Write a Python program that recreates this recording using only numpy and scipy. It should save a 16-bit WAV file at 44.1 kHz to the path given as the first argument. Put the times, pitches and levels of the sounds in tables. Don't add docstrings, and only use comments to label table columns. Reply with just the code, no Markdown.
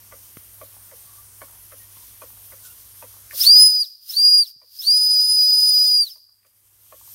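import sys
import numpy as np
from scipy import signal
from scipy.fft import rfft, irfft
from scipy.io import wavfile
from scipy.ndimage import uniform_filter1d

SR = 44100
rng = np.random.default_rng(int(sys.argv[2]) if len(sys.argv) > 2 else 0)


def log_audio(samples):
    frames = np.atleast_2d(samples).T
    limited = np.clip(frames, -1, 1)
    pcm = np.round(limited * 32767).astype(np.int16)
    wavfile.write(sys.argv[1], SR, pcm)


def field_ratio(decibels):
    return 10 ** (np.asarray(decibels, dtype=float) / 20)


N = 314874
T = np.arange(N) / SR


def unit(x):
    return x / np.sqrt(np.mean(x ** 2))


def coloured(points, peaks=(), lift_db=0):
    f = np.maximum(np.fft.rfftfreq(N, 1 / SR), 1)
    hz, db = np.transpose(points)
    gain = field_ratio(np.interp(np.log(f), np.log(hz), db, left=-120, right=-120))
    resonances = sum(field_ratio(d + lift_db) / (1 + (2 * (f - c) / w) ** 2) for c, w, d in peaks)
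    return unit(irfft(rfft(rng.standard_normal(N)) * gain * (1 + resonances), N))


def walk(rate_hz):
    k = max(int(SR / rate_hz), 1)
    return unit(uniform_filter1d(uniform_filter1d(rng.standard_normal(N), k), k))


def add(out, start_s, x):
    i = int(start_s * SR)
    out[i:i + len(x)] += x[:N - i]


def ring(modes, rise_s=0.000077, detune=0.037):
    t = T[:5000]
    luck = rng.standard_normal((len(modes), 3))
    y = np.zeros(len(t))
    for (hz, db, t60_s), (louder, sharper, turn) in zip(modes, luck):
        tone = np.sin(2 * np.pi * hz * (1 + detune * sharper) * t + 1.4 * turn)
        y += field_ratio(db + 2 * louder) * tone * 1000 ** (-t / t60_s)
    y = y * (1 - np.exp(-t / rise_s))
    return y / np.abs(y).max()


def glides(rows, rough):
    out, wobble = np.zeros(N), walk(153)
    for start_s, end_s, from_hz, to_hz, db in rows:
        i, n = int(start_s * SR), int((end_s - start_s) * SR)
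        phase = 2 * np.pi * np.cumsum(np.linspace(from_hz, to_hz, n)) / SR
        swell = np.sqrt(2) * signal.windows.tukey(n, .6)
        tone = np.sin(phase + rough * wobble[-i - n:-i])
        add(out, start_s, field_ratio(db) * swell * (1 + rough * wobble[i:i + n]) * tone)
    return out


def room(x, t60_s=1.0, wet_db=-40):
    t = T[:int(t60_s * SR)]
    tail = rng.standard_normal(len(t)) * 1000 ** (-t / t60_s) * np.minimum(t / 0.0056, 1)
    return x + field_ratio(wet_db) * signal.fftconvolve(x, tail / np.sqrt(np.sum(tail ** 2)))[:N]


# freq_hz, level_db
LEAK_SPECTRUM = [(82, -46.5), (140, -16), (178, -9.5), (441, -12.5), (752, -12.5), (1140, -9),
                 (1230, -11.5), (3190, -14), (3960, -12), (6120, -6), (7310, -9), (11500, -1),
                 (15800, -4.5)]
# freq_hz, width_hz, level_db
LEAK_PEAKS = [(3180, 520, -2), (5810, 790, -30), (8600, 380, 2), (9610, 80, 10.5), (10600, 34, 4.5),
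              (11400, 92, -1.5), (11660, 70, 2.5), (13170, 630, 1.5)]
# time_s, level_db
LEAK_SWELL = [(0, -2.5), (.5, -1), (1.3, -0.5), (2, -0.5), (2.7, 0.5), (3.3, -0.5), (6.5, -2), (7.14, 4.5)]
# freq_hz, level_db
RUMBLE = [(18, -42), (32, -23.5), (44, -6), (55, -1), (80, -8.5), (120, -9), (170, -30.5)]


def kitchen():
    leak = rfft(coloured(LEAK_SPECTRUM, LEAK_PEAKS, lift_db=-1))
    octave = np.log2(np.fft.rfftfreq(N, 1 / SR) + 20)
    swell_db = np.interp(T, *np.transpose(LEAK_SWELL)) + 0.33 * walk(5.3) + .8 * walk(31)
    centres = np.r_[6:13:.5, 13:14.1:.14]
    steam = np.zeros(N)
    for c in centres:
        band = irfft(leak * np.interp(octave, centres, centres == c, left=0), N)
        flicker_db = 1.2 * walk(3) + 1.3 * walk(16) if c >= 13 else 1.1 * walk(9)
        steam += band * field_ratio((c > 11) * swell_db + flicker_db)
    hum_hz, throb_hz, throb_s = 99.7, 1.655, .05
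    throb = 1 + 0.24 * np.cos(2 * np.pi * throb_hz * (T - throb_s))
    hum = throb * np.sin(2 * np.pi * hum_hz * T)
    return field_ratio(-45.5) * steam + field_ratio(-63.0) * coloured(RUMBLE) + field_ratio(-57.5) * hum


# time_s, level_db, click_db
BUMPS = [
    (0.3707, -28, -1),
    (0.526, -67, -9),
    (1.97, -42, 4),
    (4.422, -65, -5),
    (4.561, -59, -20),
    (3.559, -48, -8),
    (3.659, -56, -23),
    (4.971, -55, -25),
    (6.04, -65, -25),
]


def bumps():
    out = np.zeros(N)
    for s, db, click_db in BUMPS:
        modes = [(119, -7.0, 0.049), (258, 1.0, 0.0083), (1190, click_db, 0.0071), (2080, click_db - 7.5, 0.0096)]
        add(out, s, -field_ratio(db) * ring(modes, detune=.01))
    return out


# time_s, level_db, length_s
PUFFS = [
    (2.648, -36, 0.088),
    (6.464, -53.5, 0.022),
    (6.884, -54, 0.016),
    (6.998, -45, 0.016),
    (7.024, -56, 0.012),
]


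def puffs():
    out, hiss = np.zeros(N), coloured([(2500, -4), (4000, -0.5), (9000, 4), (15500, 4.5)])
    for s, db, length_s in PUFFS:
        add(out, s - length_s / 3, field_ratio(db - 6.5) * np.hanning(int(length_s * SR)))
    return out * hiss


# time_s, peak_db, base_ring_re_peak_db, ring_length_s
HARD = [
    (0.613, -34.5, -9.5, 0.019),
    (1.416, -32, -13, 0.016),
    (2.218, -34, -12.5, 0.024),
    (3.022, -34, -13, 0.027),
    (3.824, -58, -13, 0.027),
    (4.616, -51.5, -14, 0.027),
    (5.395, -60, -10, 0.016),
    (6.158, -56, -15, 0.014),
    (6.922, -40, -10.5, 0.02),
]
# time_s, peak_db, base_ring_re_peak_db, ring_length_s
SOFT = [
    (0.1216, -32, -13, 0.018),
    (0.9133, -38.5, -9.5, 0.026),
    (1.719, -34, -13, 0.02),
    (2.5208, -34.5, -14.5, 0.02),
    (3.329, -36.5, -9.5, 0.0168),
    (4.138, -59, -9.5, 0.021),
    (6.448, -52, -14.5, 0.019),
]
# freq_hz, level_db, t60_s
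HARD_MODES = [(1058, 9.5, 0.023), (740, -15, 0.015), (462, -5.5, 0.049), (1430, -5.5, 0.038),
              (1840, -0.5, 0.022), (2390, -2.5, 0.031), (2710, -10, 0.0096), (3200, -3, 0.012),
              (3660, -7, 0.0059), (4340, -2, 0.007), (1300, -10, 0.016)]
# freq_hz, level_db, t60_s
SOFT_MODES = [(1155, 5.5, 0.02), (1500, 7.5, 0.0082), (2047, 8, 0.01), (2380, -2, 0.0062), (3200, -5, .01),
              (423, -6, 0.033)]
# time_s, peak_db, pitch_hz
TICKS = [(0.091, -56, 1150), (0.742, -47.5, 896), (0.767, -44.5, 900), (1.483, -44, 1300),
         (1.497, -47, 905), (1.534, -48, 929), (1.553, -47, 1020), (1.576, -51, 899), (2.304, -48, 1030),
         (2.331, -51, 988), (2.373, -48.5, 880), (3.14, -47, 1070), (3.168, -46.5, 1020),
         (3.31, -28.5, 1880), (6.292, -60, 1080), (6.431, -59, 1990), (7.012, -47.5, 970),
         (7.076, -49, 1046)]
# start_s, end_s, from_hz, to_hz, level_db
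SQUEAKS = [
    (1.04, 1.24, 1122, 1173, -64),
    (1.78, 1.85, 1880, 1873, -65),
    (1.93, 2.07, 1010, 972, -65),
    (2.62, 2.69, 1460, 1500, -61.5),
    (2.65, 2.74, 1334, 1440, -61),
    (2.69, 2.72, 2800, 2800, -61.5),
]


def crank():
    out = np.zeros(N)
    for rows, modes, main_db, swell_s in (HARD, HARD_MODES, 1.5, .002), (SOFT, SOFT_MODES, -4, .01):
        rattle = [(-.007, -15), (-.001, -8.5), (.0015, main_db), (.006, -10.5),
                  (.012, -13), (.018, -15), (.027, -21.5), (.04, -30.5)]
        for s, db, base_db, hold_s in rows:
            for lag_s, blow_db in rattle:
                at_s = s + lag_s + .0006 * rng.standard_normal()
                add(out, at_s, field_ratio(db + blow_db) * ring(modes, rise_s=0.0006, detune=0.07))
            counter = ring([(279, -0.5, .07), (330.5, -6, 0.03)], rise_s=0.0057)
            add(out, s + .014, field_ratio(db + main_db - 23) * counter)
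            t = T[:4000]
            stop_db = -22 * np.clip((t - hold_s - .004) / .005, 0, 1)
            shape = (1 - np.exp(-t / swell_s)) * field_ratio(stop_db + 2.5 - 60 * t)
            shape = shape * np.exp(-np.maximum(t - hold_s, 0) / .02)
            phase = 2 * np.pi * 600 * np.cumsum(1 + .3 * np.exp(-t / .005) - 6.5 * t) / SR
            beat = 1 - .2 * np.cos(2 * np.pi * 55 * t + 1.5 + .5 * rng.standard_normal())
            add(out, s, field_ratio(db + base_db) * shape * beat * np.sin(phase))
    for s, db, hz in TICKS:
        modes = [(hz, 0, .012), (1.1 * hz, -3, .009), (0.84 * hz, -3, .009), (1.3 * hz, -6, .008)]
        add(out, s, field_ratio(db) * ring(modes, detune=0.012))
    return out + glides(SQUEAKS, rough=.55)


# speaks_s, dies_s, opening_s, closing_s
BLASTS = [
    (3.433, 3.864, .029, .012),
    (4.115, 4.474, .033, .013),
    (4.818, 6.113, .042, .024),
]


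def blasts(tables):
    which = np.searchsorted([dies_s + .07 for _, dies_s, _, _ in BLASTS[:-1]], T)
    curves = [np.interp(T, *np.transpose(t)) if len(t) < N else t for t in tables]
    return np.choose(which, curves)


# time_s, held_pitch_hz
HELD = [
    [(3.43, 4960), (3.5, 4870), (3.54, 4915), (3.6, 5025), (3.652, 5030), (3.712, 4986), (3.778, 4950),
     (3.85, 4930)],
    [(4.3, 4866), (4.376, 4850), (4.41, 4825)],
    [(5.02, 5005), (5.195, 4950), (5.253, 4990), (5.352, 4995), (5.4, 4947), (5.685, 4986), (5.747, 4936),
     (5.87, 4962), (6.0, 4860)],
]


def pitch():
    rise_hz, drop_hz, knee, lead_s = 1650, 1950, 2, .006
    soft = lambda x: np.logaddexp(0, x)
    under_hz, on = [], 0
    for a, b, opening_s, closing_s in BLASTS:
        climb_hz = rise_hz * np.exp(np.minimum((a - T) / opening_s, 1))
        fall_hz = drop_hz * soft((T - b) / closing_s + knee) / soft(knee)
        under_hz.append(climb_hz + fall_hz)
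        on = on + np.interp(T, [a - 2 * lead_s, a, b - lead_s, b + lead_s], [0, 1, 1, 0])
    return np.maximum(blasts(HELD) - blasts(under_hz), 2000), on


# freq_hz, level_db
JET_TOP = [(8500, -16.5), (9300, -2.5), (10500, -9), (12000, -5.5), (13200, 2), (14500, -2.5),
           (15800, -2.5)]
# freq_hz, level_db
JET_MID = [(5000, 3.5), (5900, 2), (6500, -3), (7600, -7.5), (8500, -6.5), (9500, -20.5)]
# freq_hz, level_db
JET_LOW = [(600, -41.5), (900, -31), (1500, -17), (2300, -19.5), (2700, -11), (3500, -5), (4300, -2),
           (5000, 1)]
# time_s, level_db
FLOW = [
    [(3.3, -56), (3.345, -38.5), (3.394, -27), (3.45, -21), (3.514, -36.5), (3.6, -31), (3.716, -41.5),
     (3.866, -47), (3.93, -59.5)],
    [(4.0, -63.5), (4.108, -36.5), (4.144, -37), (4.402, -43), (4.444, -45), (4.468, -46), (4.494, -49.5),
     (4.56, -76), (4.6, -69)],
    [(4.68, -64), (4.736, -52.5), (4.83, -37), (4.946, -40), (5.34, -39.5), (5.85, -37.5), (6.1, -46.5),
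     (6.165, -58), (6.19, -62)],
]
BREATH_DB = (-10.5, -19, 0)
LINGER_DB = (-38, -41.5, -42)


def jet():
    free_db, locked_db = (-13, -12.5), (-7.5, -13)
    lock_hz, lock_span_hz, skirt_db = 4900, 500, -2
    breath_stops_s, linger_after_s, linger_db_per_s = .04, -.035, -75
    linger_hz, beats_hz, linger_wide_db = (4930, 4780, 4820), 200, -5
    db = np.interp(T, *np.concatenate(FLOW).T)
    first_s, last_s = FLOW[0][0][0], FLOW[-1][-1][0]
    gate = np.interp(T, [first_s - .05, first_s, last_s, last_s + .1], [0, 1, 1, 0])
    lock = np.clip(1 + (pitch()[0] - lock_hz) / lock_span_hz, 0, 1)
    mid_db, low_db = (a + (b - a) * lock for a, b in zip(free_db, locked_db))
    hiss = field_ratio(1.5) * coloured(JET_TOP)
    hiss = hiss + field_ratio(mid_db + 6.5) * coloured(JET_MID) + field_ratio(low_db + 3.5) * coloured(JET_LOW)

    edge = lambda s: np.clip((T - s) / .02, 0, 1)
    before = [field_ratio(d) * (1 - edge(a - breath_stops_s)) for (a, _, _, _), d in zip(BLASTS, BREATH_DB)]
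    breath = gate * field_ratio(db) * blasts(before) + field_ratio(db + skirt_db) * lock

    ends_s = [a for a, _, _, _ in BLASTS[1:]] + [T[-1]]
    hang = np.zeros(N)
    for (_, dies_s, _, _), end_s, d in zip(BLASTS, ends_s, LINGER_DB):
        from_s = dies_s + linger_after_s
        fade = field_ratio(d + linger_db_per_s * np.maximum(T - from_s, 0))
        hang += edge(from_s) * (1 - edge(end_s)) * fade
    turn = 2 * np.pi * T * np.choose(np.searchsorted(ends_s[:-1], T), linger_hz)
    note = walk(beats_hz) * np.sin(turn) + walk(beats_hz) * np.cos(turn)
    breath = breath + field_ratio(linger_wide_db) * hang
    pipe = coloured([(3300, -38), (4300, -15.5), (4650, -5), (4850, -2), (5200, -6), (5600, -22),
                     (6500, -37.5), (9300, -39), (9650, -21), (10000, -40.5)])
    torn = gate * field_ratio(db + 1.0 * walk(40)) * hiss
    return torn + breath * field_ratio(0.46 * walk(40)) * pipe + field_ratio(-1) * hang * note


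# start_s, end_s, from_hz, to_hz, level_db
STAGE = [
    (3.397, 3.437, 4530, 5810, -17.5),
    (3.86, 3.89, 5700, 4970, -44),
    (4.085, 4.118, 4900, 5560, -30.5),
    (4.465, 4.495, 5600, 4670, -41),
    (4.783, 4.822, 4840, 5520, -29.5),
    (6.1, 6.14, 5520, 4940, -40),
]
# freq_hz, level_db
BUFFET = [(25, -15.5), (45, 0), (120, -2.5), (200, -3), (600, -9), (1100, -13), (1500, -26.5)]
# time_s, level_db
BLOW = [
    [(3.44, 4), (3.461, 1), (3.467, 7), (3.482, -5.5), (3.53, -7.5), (3.585, -4), (3.655, -4.5),
     (3.715, -14), (3.8, -17)],
    [(4.16, -12), (4.21, -14), (4.24, -10.5), (4.4, -11.8), (4.44, -17), (4.47, -14)],
    [(4.87, -11), (5.02, -12), (5.2, -12.5), (5.4, -12), (5.75, -12), (6.0, -13), (6.05, -18), (6.1, -14)],
]
# pitch_hz, tone_db, second_db, third_db
SPEAKS = [(3000, -50, -70, -70), (3500, -35, -60, -60), (3950, -24, -50, -52), (4440, -18, -34, -42),
          (4550, -4, -27, -38), (4760, -.5, -24, -36), (4870, 0, -21, -29), (4945, -1.5, -27, -24),
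          (4995, -4, -20, -24)]


def whistle():
    hz, gate = pitch()
    hz = uniform_filter1d(hz, size=300)
    at_hz, *answers = np.transpose(SPEAKS)
    db, second_db, third_db = (blasts(BLOW) + np.interp(hz, at_hz, a) for a in answers)
    loose = np.clip((4700 - hz) / 600, 0, 1)
    phase = 2 * np.pi * np.cumsum(hz * (1 + .0013 * walk(45))) / SR
    phase = phase + .09 * walk(220) + (.03 + .35 * loose) * walk(500)
    shake = field_ratio(.8 * walk(60) + .6 * walk(220)) * (1 + (.03 + .45 * loose) * walk(500))
    second = field_ratio(second_db + 3.5 + 2.78 * walk(67)) * np.sin(2 * phase)
    third = field_ratio(third_db + 2.0 * walk(50)) * np.sin(3 * phase)
    tone = field_ratio(db) * np.sin(phase) + field_ratio(-0.6 - 1 * loose) * (second + third)
    tone = tone + field_ratio(db - 61.0) * coloured(BUFFET)
    return np.sqrt(2) * gate * shake * tone + glides(STAGE, rough=.22)


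def ducking():
    duck_db_per_s, duck_db, creep_db_per_s, late_s = -74.5, -24, 20.5, .01
    points, db, last_s = [(0, 0)], 0, 0
    for a, b, _, _ in BLASTS:
        a = a + late_s
        db = min(db + creep_db_per_s * (a - last_s), 0)
        points += [(a, db), (a + (duck_db - db) / duck_db_per_s, duck_db), (b, duck_db)]
        db, last_s = duck_db, b
    points.append((last_s - db / creep_db_per_s, 0))
    return field_ratio(np.interp(T, *np.transpose(points)))


def scene():
    steady = ducking() * kitchen()
    engine = room(crank(), t60_s=0.1, wet_db=-5.5)
    blown = room(whistle() + jet())
    return (steady + bumps() + puffs() + engine + blown)[None]


def band_limit(x):
    return signal.sosfilt(signal.butter(12, 15970, fs=SR, output="sos"), x)


def record(dry):
    return band_limit(dry)


dry = scene()
out = record(dry)
log_audio(out)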